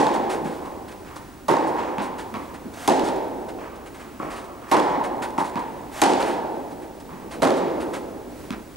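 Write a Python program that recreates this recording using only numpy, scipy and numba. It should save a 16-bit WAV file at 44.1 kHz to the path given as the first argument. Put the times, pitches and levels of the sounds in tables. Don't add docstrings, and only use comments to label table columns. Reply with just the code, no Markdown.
import sys
import numpy as np
from scipy import signal
from scipy.fft import rfft, irfft
from scipy.io import wavfile
from scipy.ndimage import uniform_filter1d, minimum_filter1d
from numba import njit

SR = 44100
rng = np.random.default_rng(int(sys.argv[2]) if len(sys.argv) > 2 else 0)


def voltage_ratio(level):
    return 10 ** (np.asarray(level, float) / 20)


def log_audio(samples):
    frames = np.atleast_2d(samples).T
    limited = np.clip(frames, -1, 1)
    pcm = np.round(limited * 32767).astype(np.int16)
    wavfile.write(sys.argv[1], SR, pcm)


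N = 386316

# f/Hz, t60/s, level/dB
SHELL = [(344, 0.011, 2), (540, 0.016, -4), (644, 0.036, -6), (210, 0.0057, -13)]


def read(table, hz):
    f, v = np.transpose(table)
    return np.interp(np.log(np.maximum(hz, 1)), np.log(np.maximum(f, 1)), v)


def colour(x, table):
    size = x.shape[-1]
    gain = voltage_ratio(read(table, np.fft.rfftfreq(size, 1 / SR)))
    return irfft(rfft(x) * gain, size)


def unit(x):
    return x / np.sqrt(np.mean(x ** 2))


def add(out, x, s):
    i = int(round(s * SR))
    a, b = max(i, 0), min(i + x.shape[-1], N)
    out[..., a:b] += x[..., a - i:b - i]


def ring(hz, t60, size):
    t = np.arange(size) / SR
    return np.sin(2 * np.pi * hz * t) * np.exp(-np.log(1000) * t / t60)


def ventilation():
    # f/Hz, level/dB per Hz
    air_bands = [(15, -27), (64, 0.5), (143, -4.5), (295, 2.5), (466, -8.5), (841, -11), (1360, -19),
                 (16400, -70)]
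    # f/Hz, level/dB per Hz
    hiss_bands = [(300, -36), (1480, -17.5), (3220, -25.5), (9160, -28.5), (14100, -32.5), (16400, -39)]
    # f/Hz, level/dB
    fan = [(30, -17), (44, -8), (54, -4), (66, -14.5), (90, -40), (16000, -90)]
    # t/s, level/dB
    rallies = [
        (0, -34.5),
        (3.2, -37),
        (4.5, -59.5),
        (5.8, -44),
        (7.4, -41.5),
    ]
    # f/Hz, level/dB
    play_bands = [(90, -8), (180, -0.5), (320, 4), (900, -3), (1400, -42), (2500, -26), (5000, -38)]
    swell, fade = 24, 24
    duct_noise = colour(rng.standard_normal((2, N)), air_bands)
    air = unit(duct_noise + colour(rng.standard_normal((2, N)), hiss_bands))
    k = SR // 6
    steps = np.repeat(rng.standard_normal((2, N // k + 1)), k, axis=1)
    wander = uniform_filter1d(steps, k)[:, :N]
    t = np.arange(N) / SR
    activity = sum(voltage_ratio(db - np.maximum(swell * (s - t), fade * (t - s))) for s, db in rallies)
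    play = activity * voltage_ratio(3.4 * wander[1]) * unit(colour(rng.standard_normal((2, N)), play_bands))
    rumble = voltage_ratio(-56.0) * unit(colour(rng.standard_normal((2, N)), fan))
    return np.vstack([voltage_ratio(-43 + 1.1 * wander[0]) * air + play + rumble, np.zeros(N)])


def ball(modes, crack_db, crack, contact_s):
    size = int(.08 * SR)
    t = np.arange(size) / SR
    body = sum(voltage_ratio(db) * ring(hz, t60, size) for hz, t60, db in modes)
    body = body * (1 - np.exp(-t / .0015))
    body = np.roll(body, int(contact_s * SR))
    snap = unit(colour(rng.standard_normal(size), crack)) * np.exp(-t / (.001 + .35 * contact_s))
    return body + voltage_ratio(crack_db) * snap


def radiated(hz, modes, crack_db, crack):
    peaks = sum(voltage_ratio(2 * db) * t60 / 0.012 / (1 + ((hz - f) * t60) ** 2) ** 2 for f, t60, db in modes)
    return np.sqrt(peaks + voltage_ratio(2 * (crack_db + read(crack, hz))))


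def hall(build_s, late_db=0, source=lambda hz: 1):
    # f/Hz, t60/s
    decay = [(100, 1.3), (260, 2.64), (700, 2.125), (1800, 1.3), (4800, 0.9), (10000, 0.53), (16000, 0.33)]
    # f/Hz, level/dB
    hall_bands = [(60, -56), (150, -3), (300, -6), (800, 0), (1500, -6), (4000, -4.5), (10500, -6.5),
                  (14000, -14)]
    early_db, early_share = 7.5, 0.21
    size = int(2.4 * SR)
    f, t, z = signal.stft(rng.standard_normal((2, size)), SR, nperseg=512)
    t60 = read(decay, f)[:, None]
    clumps = voltage_ratio(4 * np.tanh(rng.standard_normal(len(t))) * np.exp(-t / .07))
    early = voltage_ratio(early_db - 60 * t / (early_share * t60))
    late = voltage_ratio(late_db - 60 * t / t60)
    tone = (source(f) * voltage_ratio(read(hall_bands, f)))[:, None]
    z = z * tone * clumps * np.hypot(early, late)
    tail = signal.istft(z, SR, nperseg=512)[1][:, :size]
    return tail * (1 - np.exp(-np.arange(size) / SR / build_s))


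def blows(table, echoes, shell, crack, wet_db, hiss_db, build_s, contact_s, pan_db, late_db):
    # multiple of its ring, t60/s, level/dB
    cavity = [(0.982, 0.027, 0), (1.13, 0.02, -4.5), (0.871, 0.015, -5), (1.89, 0.0024, -7)]
    air_loss = 73
    out = np.zeros((3, N))
    pan = np.array([[1], [np.tanh(pan_db / 66.0)]])
    for s, db, hz, crack_db, thump_db in table:
        modes = [(k * hz, t60, g) for k, t60, g in cavity]
        modes += [(f, t60, g + thump_db) for f, t60, g in shell]
        for delay, echo_db in [(0, 0.03)] + echoes:
            dulled = [(f, g - air_loss * delay * (f / 8000) ** 2) for f, g in crack]
            path = voltage_ratio(db + echo_db) * ball(modes, crack_db, dulled, contact_s)
            add(out[::2], path * pan, s + delay)
        tail = hall(build_s, late_db, lambda f: radiated(f, modes, crack_db + hiss_db, crack))
        add(out[:2], voltage_ratio(db + wet_db) * tail, s)
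    return signal.sosfilt(signal.butter(3, 130, "high", fs=SR, output="sos"), out)


def near_strokes():
    # t/s, blow level/dB, ring f/Hz, crack level/dB, thump level/dB
    strokes = [
        (2.877, 0, 852, -11, 2),
        (6.017, 2.5, 843, -9, 0.5),
    ]
    earlier = [
        (-.05, 2.7, 904, -13, 0.29),
    ]
    # delay t/s, level/dB
    echoes = [(.0028, -2.5), (.020, -6), (.010, -6.5), (0.057, -24), (0.118, -10), (.21, -14)]
    # f/Hz, level/dB
    crack = [(80, -45), (250, -28), (1200, 3), (2500, -0.5), (5000, -4.5), (9000, -5.5), (12500, -13),
             (16000, -82)]
    return blows(strokes + earlier, echoes, SHELL, crack, wet_db=1.22, hiss_db=-7.5,
                 build_s=0.0097, contact_s=0.00297, pan_db=0, late_db=0.29)


def landings():
    # peak t/s, level/dB, centre f/Hz, length t/s
    table = [
        (0.18, -41, 210, 0.057),
        (.45, -33.5, 217, 0.041),
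        (2.665, -33.5, 260, 0.02),
        (4.243, -41.5, 219, 0.047),
        (7.142, -41.5, 210, 0.039),
        (7.259, -38, 275, 0.0162),
        (8.558, -37.5, 250, 0.019),
    ]
    out = np.zeros((3, N))
    t = np.arange(int(.3 * SR)) / SR
    for s, db, hz, length in table:
        floor = [(hz / 2, -30), (0.74 * hz, 0), (1.4 * hz, -2), (3 * hz, -25), (16000, -90)]
        boards = unit(colour(rng.standard_normal(len(t)), floor))
        add(out[0], voltage_ratio(db) * boards * t / length * np.exp(1 - t / length), s - length)
    return out


def shoes():
    # t/s, level/dB, length t/s
    drags = [(0.134, -34, 0.039), (0.29, -31.5, 0.062), (0.437, -40.5, 0.068), (0.498, -46, 0.094),
             (0.648, -46, 0.029), (0.878, -44, 0.029), (0.913, -42.5, 0.02), (2.011, -37.5, 0.057),
             (2.179, -37, 0.043), (2.538, -42.5, 0.027), (3.482, -42, 0.03), (3.859, -43, 0.028),
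             (3.941, -44, 0.035), (3.99, -45, 0.043), (4.298, -39, 0.058), (4.351, -40, 0.06),
             (5.034, -35, 0.032), (5.218, -31, 0.035), (6.195, -30.5, 0.053), (6.253, -34.5, 0.078),
             (6.705, -48, 0.03), (6.815, -47.5, 0.035), (7.306, -37.5, 0.052), (7.798, -37.5, 0.041),
             (7.93, -33, 0.043)]
    # t/s, level/dB, length t/s
    brushes = [(1.157, -36.5, 0.022), (1.665, -39, 0.04), (2.736, -39, 0.011), (3.034, -33, 0.057),
               (3.065, -36, 0.04), (3.158, -42, 0.017), (3.754, -45.5, 0.021), (4.439, -45, 0.02),
               (5.287, -38, 0.0025), (5.305, -34, 0.0018), (5.379, -32, 0.048), (5.438, -36.5, 0.047),
               (5.495, -38, 0.0055), (5.589, -41, 0.019), (6.289, -44, 0.04), (6.999, -41.5, 0.015),
               (7.564, -35.5, 0.028)]
    # t/s, level/dB
    heels = [
        (2.179, -49),
        (2.621, -51),
        (3.035, -27),
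        (3.065, -42),
        (5.033, -40),
        (5.218, -38),
        (5.308, -37),
        (6.195, -41),
        (6.253, -37),
    ]
    # f/Hz, level/dB
    pile = [(1500, -28), (3500, 1), (6000, -4), (9500, -2.5), (11500, -13), (13500, -17), (16000, -28)]
    # f/Hz, level/dB
    sole = [(150, -19), (600, 1), (1500, 1), (3000, -8.5), (5000, -33.5), (16000, -64)]
    press_share, tread_db = 0.2, -12
    out = np.zeros((3, N))
    t = np.arange(int(.25 * SR)) / SR
    thud = ring(213, 0.094, len(t)) + ring(260, 0.063, len(t))
    for steps, sole_db in (drags, 8.5), (brushes, 1):
        for s, db, length in steps:
            grains = rng.standard_normal((2, len(t))) * voltage_ratio(1.5 * rng.exponential(size=len(t)))
            press = np.minimum(t / (press_share * length), 1)
            drag = press / (1 + (t / max(length, .001)) ** 4)
            scrape = unit(colour(grains[0], pile)) + voltage_ratio(sole_db) * unit(colour(grains[1], sole))
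            add(out[0], voltage_ratio(db - 8) * (scrape * drag + voltage_ratio(tread_db) * thud), s)
    for s, db in heels:
        add(out[0], voltage_ratio(db) * thud, s)
    out[:2] += voltage_ratio(-41.0) * signal.fftconvolve(out[:1], hall(0.021), axes=1)[:, :N]
    return out


def neighbouring_courts():
    # t/s, blow level/dB, ring f/Hz, crack level/dB, thump level/dB
    distant = [
        (0.618, -26, 1040, -24, -5),
        (1.049, -43.5, 1030, 1, 2),
        (1.764, -21.5, 976, -11, -2.5),
        (3.585, -29, 1090, -11, -2),
        (3.988, -45.5, 1080, 1.5, -10),
        (4.618, -32, 1030, -10.5, -31),
        (7.09, -27, 1000, -19, -17),
        (7.155, -47, 1100, -31, -17),
    ]
    next_near = [
        (5.38, -1.5, 924, -23, -3.5),
        (1.161, -24.5, 940, -34, -1),
    ]
    next_far = [
        (4.196, -16, 1130, -22.5, 1.2),
    ]
    # delay t/s, level/dB
    echoes = [(.013, -13), (.031, -5), (.042, -9), (.065, -12)]
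    # f/Hz, t60/s, level/dB
    court_shell = [(320, 0.02, 2), (230, 0.0175, -9.5), (510, 0.018, -5), (703, 0.0057, -2)]
    # f/Hz, level/dB
    dull = [(80, -45), (250, -16), (1200, 10.5), (2500, 1.5), (4000, -10), (9000, -12), (16000, -55)]
    out = blows(distant, [], SHELL, dull, wet_db=7.8, hiss_db=-1.0,
                build_s=0.033, contact_s=0.00264, pan_db=-0.74, late_db=0)
    out += blows(next_near, echoes, court_shell, dull, wet_db=-6.0, hiss_db=2.0,
                 build_s=0.0087, contact_s=0.0041, pan_db=0.35, late_db=-3.5)
    out += blows(next_far, echoes, court_shell, dull, wet_db=-4.5, hiss_db=2.1,
                 build_s=0.022, contact_s=0.00395, pan_db=0.5, late_db=8.5)
    return out


def far_strokes():
    # t/s, blow level/dB, ring f/Hz, crack level/dB, thump level/dB
    strokes = [
        (1.483, -6, 910, -17.5, -0.5),
        (4.714, -3, 917, -16.5, -3),
        (7.420, -10.5, 912, -9.5, 7),
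    ]
    # delay t/s, level/dB
    echoes = [(.0035, 2), (.011, 3.5), (0.023, 2), (0.03, 2.5), (.053, 0.5), (.085, 1), (0.133, -33)]
    # f/Hz, level/dB
    crack = [(80, -45), (250, -35), (1200, 9.5), (2500, 0.5), (5000, -4.5), (9000, -6.5), (12000, -9),
             (14500, -70)]
    return blows(strokes, echoes, SHELL, crack, wet_db=8.96, hiss_db=-7,
                 build_s=0.0085, contact_s=0.00336, pan_db=-0.97, late_db=0)


def bounces():
    # t/s, blow level/dB, ring f/Hz, slap level/dB, thump level/dB
    table = [
        (1.983, -16.5, 923, -7, 0),
        (2.341, -20, 1100, -7, 0),
        (5.557, -17, 950, -9, -1),
    ]
    close = [
        (8.506, -26.5, 1010, 5.6, 9.3),
    ]
    # delay t/s, level/dB
    echoes = [(.011, -8), (.020, -8), (.029, -12)]
    # f/Hz, t60/s, level/dB
    floor_shell = [(229, 0.043, 3), (332, 0.0095, -3), (567, 0.0033, -5.5)]
    # f/Hz, level/dB
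    felt = [(80, -45), (250, -48), (1200, 9), (2500, 5), (5000, -7), (9000, -14), (12000, -23),
            (16000, -55)]
    out = blows(table, echoes, floor_shell, felt, wet_db=4.7, hiss_db=-15.5,
                build_s=0.0075, contact_s=0.00023, pan_db=-0.22, late_db=-0.29)
    out += blows(close, echoes, floor_shell, felt, wet_db=0, hiss_db=-12.0,
                 build_s=0.016, contact_s=0.00033, pan_db=-0.23, late_db=-20)
    return out


def swings():
    # contact t/s, length t/s, level/dB
    table = [
        (2.877, 0.16, -36.5),
        (4.712, 0.035, -42),
        (6.017, 0.11, -34),
    ]
    # f/Hz, level/dB
    swish = [(200, -1), (700, 20.5), (2000, 12), (4000, 3.5), (9000, 2.5), (12000, -3), (16000, -11)]
    out = np.zeros((3, N))
    for s, length, db in table:
        speed = np.sin(np.linspace(0, 1.8, int(length * SR)))
        rush = unit(colour(rng.standard_normal(len(speed)), swish))
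        add(out[0], voltage_ratio(db) * speed * rush, s - length)
    return out


def scene():
    # f/Hz, phase/rad
    lead = [(40, -.3), (170, -.65), (340, -.95), (1200, -1.0), (2000, -.75), (4100, -.1), (7700, .25),
            (10500, 0)]
    # f/Hz, level/dB
    unrelated = [(90, -9.5), (200, -20), (700, -17), (1300, -10), (4000, -8), (10000, -4), (11800, -36),
                 (16000, -40)]
    # f/Hz, level/dB
    balance = [(60, 1), (150, -.5), (300, -1.3), (4000, -1.8), (8000, 0), (16000, 0)]
    shared, apart, side = (ventilation() + near_strokes() + landings() + shoes() + neighbouring_courts()
                           + far_strokes() + bounces() + swings())
    hz = np.fft.rfftfreq(N, 1 / SR)
    port = np.exp(.5j * read(lead, hz)) * voltage_ratio(read(balance, hz) / 2)
    differ = colour(apart, unrelated) + colour(side, [(8000, 23.5), (10500, -40)])
    left = irfft(rfft(shared + differ) * port, N)
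    right = irfft(rfft(shared - differ) / port, N)
    return np.array([left, right])


@njit
def gain_control(x, top, power, attack, release):
    gain, e = np.empty(len(x)), 0.
    for i in range(len(x)):
        e += (x[i] - e) * (attack if x[i] > e else release)
        gain[i] = (top / max(e, top)) ** power
    return gain


def line_whine():
    sidebands = dict(zip(range(-3, 3), [-81, -79, -74, -63.5, -75, -79]))
    t = np.arange(N) / SR
    drift = 1.2 * np.cumsum(rng.standard_normal(N)) / np.sqrt(SR)
    return sum(np.sqrt(2) * voltage_ratio(db) * np.sin(2 * np.pi * (15625 + k * 50) * t + drift)
               for k, db in sidebands.items())


def top_cut(x):
    return signal.sosfilt(signal.butter(12, 16480, fs=SR, output="sos"), x)


def record(dry):
    peaks = -minimum_filter1d(-np.abs(dry).max(axis=0), size=129)
    attack, release = 1 / (0.0001 * SR), 1 / (0.038 * SR)
    x = dry * gain_control(peaks, 0.19, 0.26, attack, release)
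    x = colour(.8 * np.tanh(x / .8), [(15700, 0), (16100, -45)])
    mix = x + line_whine()
    return top_cut(mix)


dry = scene()
out = record(dry)
log_audio(out)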